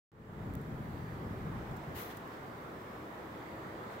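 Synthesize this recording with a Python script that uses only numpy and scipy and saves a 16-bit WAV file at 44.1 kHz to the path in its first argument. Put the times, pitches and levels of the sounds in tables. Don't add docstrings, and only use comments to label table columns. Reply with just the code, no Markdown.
import sys
import numpy as np
from scipy import signal
from scipy.fft import rfft, irfft
from scipy.io import wavfile
from scipy.ndimage import uniform_filter1d

SR = 44100
rng = np.random.default_rng(int(sys.argv[2]) if len(sys.argv) > 2 else 0)


def inscribe(sig):
    pcm = np.round(np.clip(np.atleast_2d(sig).T, -1, 1) * 32767)
    wavfile.write(sys.argv[1], SR, pcm.astype(np.int16))


N = 176400
TIME = np.arange(N) / SR


def amp(db):
    return 10 ** (np.asarray(db) / 20)


def unit(x):
    return x / np.sqrt(np.mean(x ** 2) + 1e-20)


def over_hz(points, hz):
    f, value = np.transpose(points)
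    return np.interp(np.log(hz + 1), np.log(f + 1), value)


def level(points):
    return amp(np.interp(TIME, *np.transpose(points)))


def pan(db):
    return amp(np.array([[db], [-db]]) / 2)


def wander(rate_hz):
    hz = np.fft.rfftfreq(N, 1 / SR)
    return unit(irfft(rfft(rng.standard_normal(N)) * np.exp(-(hz / rate_hz) ** 2), N))


def noise(spectrum, correlation=0, patchy_db=0, size=2048):
    hop = size // 4
    hz = np.fft.rfftfreq(size, 1 / SR)
    a, b, c, d, patches = rng.standard_normal((5, N // hop + 6, len(hz)))
    patches = uniform_filter1d(patches, size=8, axis=0)
    patches = unit(uniform_filter1d(patches, size=16, axis=1))
    shared = np.clip(over_hz(correlation, hz) if np.ndim(correlation) else correlation, -1, 1)
    left = a + 1j * b
    right = shared * left + np.sqrt(1 - shared ** 2) * (c + 1j * d)
    frames = np.array([left, right]) * amp(over_hz(spectrum, hz) + patchy_db * patches)
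    _, sound = signal.istft(frames.swapaxes(1, 2), nperseg=size, noverlap=size - hop)
    return unit(sound[:, :N])


def hiss():
    # frequency in Hz, relative density in dB.
    spectrum = [(3000, -9), (8000, -4), (9500, -7.5), (11000, -3), (13000, 0), (15500, 1)]
    steady_db, creep_db, settle_s = -66.5, 6, .85
    return noise(spectrum) * amp(steady_db - creep_db * np.maximum(1 - TIME / settle_s, 0))


def whine():
    # centre in seconds, half length in seconds, frequency in Hz, level in dB.
    tones = [(1.05, .5, 4619, -79.5), (2.55, .25, 4619, -78.5), (3.55, .28, 4619, -79),
             (1.75, .25, 5219, -79), (2.3, .18, 5219, -82), (2.9, .17, 5219, -78), (.45, .35, 7377, -84.5),
             (3.8, .3, 7377, -85)]
    buzz_hz, buzz_depth = 120, .7
    out = np.zeros(N)
    for centre, half, hz, db in tones:
        swell = np.exp(-((TIME - centre) / half) ** 2) * amp(db + 1.5 * wander(rate_hz=4))
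        out += swell * np.sin(2 * np.pi * hz * TIME)
    return out * (1 + buzz_depth * np.sin(2 * np.pi * buzz_hz * TIME))


def traffic():
    # frequency in Hz, relative density in dB.
    spectrum = [(22, -25), (50, -13), (75, -5), (140, 0), (165, -4), (205, 0), (270, -4), (330, -.5),
                (560, -4.3), (800, -5.3), (1200, -6.3), (1500, -10), (1950, -12.7), (2600, -23),
                (3600, -25.5), (5000, -34), (8300, -39), (9800, -48), (16000, -65)]
    # time in seconds, level in dB.
    envelope = [(.2, -50), (.55, -49.7), (1.0, -47.2), (1.5, -45.8), (2.05, -44.9), (2.55, -46.4),
                (3.3, -45.7), (3.9, -44.4)]
    # frequency in Hz, correlation of the channels from -1 to 1.
    correlation = [(60, .95), (200, .96), (350, .88), (550, .58), (850, .12), (1400, -.24), (2100, .1),
                   (3200, 0)]
    # frequency in Hz, left over right in dB.
    lean = [(300, 1.0), (600, 0), (1100, -2.2), (2000, -2.8), (4000, -.5)]
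    wash = noise(spectrum, correlation, patchy_db=1.0)
    lean_db = over_hz(lean, np.fft.rfftfreq(N, 1 / SR))
    balance = amp(np.array([lean_db, -lean_db]) / 2)
    return irfft(rfft(wash) * balance, N) * level(envelope)


def engines():
    # start in seconds, length in seconds, frequency in Hz, level in dB.
    drones = [(.05, .6, 433, -56), (1.2, 1.3, 321, -61), (3.15, 1.1, 322, -57)]
    deviation_hz, waver_db = 4.5, 2.5
    out = np.zeros(N)
    for start, length, hz, db in drones:
        progress = np.clip((TIME - start) / length, 0, 1)
        swell = np.sqrt(abs(np.sin(np.pi * progress)))
        cycles = np.cumsum(hz + deviation_hz * wander(rate_hz=9)) / SR
        tone = unit(np.sin(2 * np.pi * cycles))
        out += amp(db + waver_db * wander(rate_hz=9)) * swell * tone
    return out


def buffeting():
    # frequency in Hz, relative density in dB.
    spectrum = [(18, -35), (30, -19), (41, -6.5), (54, -12), (78, -.5), (118, -2.5), (143, 2.5),
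                (172, -3.5), (205, -2), (290, -11), (450, -21), (1000, -42), (4000, -85)]
    # time in seconds, level in dB.
    envelope = [(.12, -46), (.34, -47), (.41, -41.5), (.54, -39), (.67, -47), (.73, -39.5), (.9, -43.5),
                (1.19, -45.5), (1.26, -41), (1.45, -42.5), (1.57, -39.5), (1.68, -47), (1.715, -40),
                (1.75, -47), (1.84, -51), (1.92, -43.5), (2.02, -57), (2.6, -66)]
    lumps = amp(.8 * wander(rate_hz=22))
    return unit(noise(spectrum, correlation=.96) * lumps) * level(envelope) * pan(db=1.5)


def scuffs():
    # centre in seconds, half length in seconds, level in dB.
    rubs = [(2.112, .02, -54.5), (2.16, .025, -63), (2.34, .03, -63.5), (3.93, .025, -60)]
    # frequency in Hz, relative density in dB.
    spectrum = [(600, -8), (2200, 0), (3600, -2), (5200, -10), (8000, -14), (9600, -16), (13000, -11)]
    envelope = sum(amp(db) * np.exp(-((TIME - centre) / half) ** 2) for centre, half, db in rubs)
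    return noise(spectrum, patchy_db=1.5) * envelope


def rustle():
    # frequency in Hz, relative density in dB.
    spectrum = [(200, -10), (700, 7), (2000, 3.5), (3300, 1), (5000, -5.5), (7500, -8), (9500, -11),
                (11200, -3.5), (12900, 3), (13900, -1.5), (15500, 0)]
    start_s, rise_s, hold_s, fall_db_per_s = 1.943, .026, .042, 140
    hold_db, grain_db = -44.5, 1.5
    age = np.maximum(TIME - start_s, 0)
    attack = np.minimum(age / rise_s, 1)
    fall_db = fall_db_per_s * np.maximum(age - rise_s - hold_s, 0)
    envelope = attack * amp(hold_db - fall_db + grain_db * wander(rate_hz=400))
    return noise(spectrum, patchy_db=1.8) * envelope * pan(db=2.4)


def clicks():
    # start in seconds, level in dB, left over right in dB, 60 dB decay time in seconds.
    snaps = [(.5370, -47.5, 1.5, .007), (.5520, -42.5, 4, .008), (.614, -60, 0, .04),
             (1.7120, -51.5, 2, .009), (1.7656, -50.5, 3, .009), (1.7700, -51, 3, .010),
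             (2.1705, -47, 4.5, .024), (2.2760, -52, 3, .009), (2.6123, -58, 2, .006)]
    # frequency in Hz, relative density in dB.
    spectrum = [(800, -17), (3000, -11), (5500, -10.5), (8000, -5.5), (9800, -12), (12000, -5), (13300, 0),
                (15500, -4)]
    rise_s = .0006
    bright, out = noise(spectrum), np.zeros((2, N))
    for start, db, pan_db, t60 in snaps:
        age = np.maximum(TIME - start, 0)
        attack = np.minimum(age / rise_s, 1)
        decay = np.exp(-np.log(1000) * np.maximum(age - rise_s, 0) / t60)
        out += bright * attack * decay * amp(db) * pan(pan_db)
    return out


def scene():
    return traffic() + engines() + buffeting() + scuffs() + rustle() + clicks()


def record(dry):
    start_s, first_gain, gain_per_s, cutoff_hz = .118, .16, 1 / .37, 15850
    fade = (TIME > start_s) * np.clip(first_gain + (TIME - start_s) * gain_per_s, 0, 1)
    out = (dry + hiss() + whine()) * fade
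    lowpass = signal.firwin(611, cutoff_hz, window=("kaiser", 9), fs=SR)
    return signal.oaconvolve(out, lowpass[None], "same")


dry = scene()
out = record(dry)
inscribe(out)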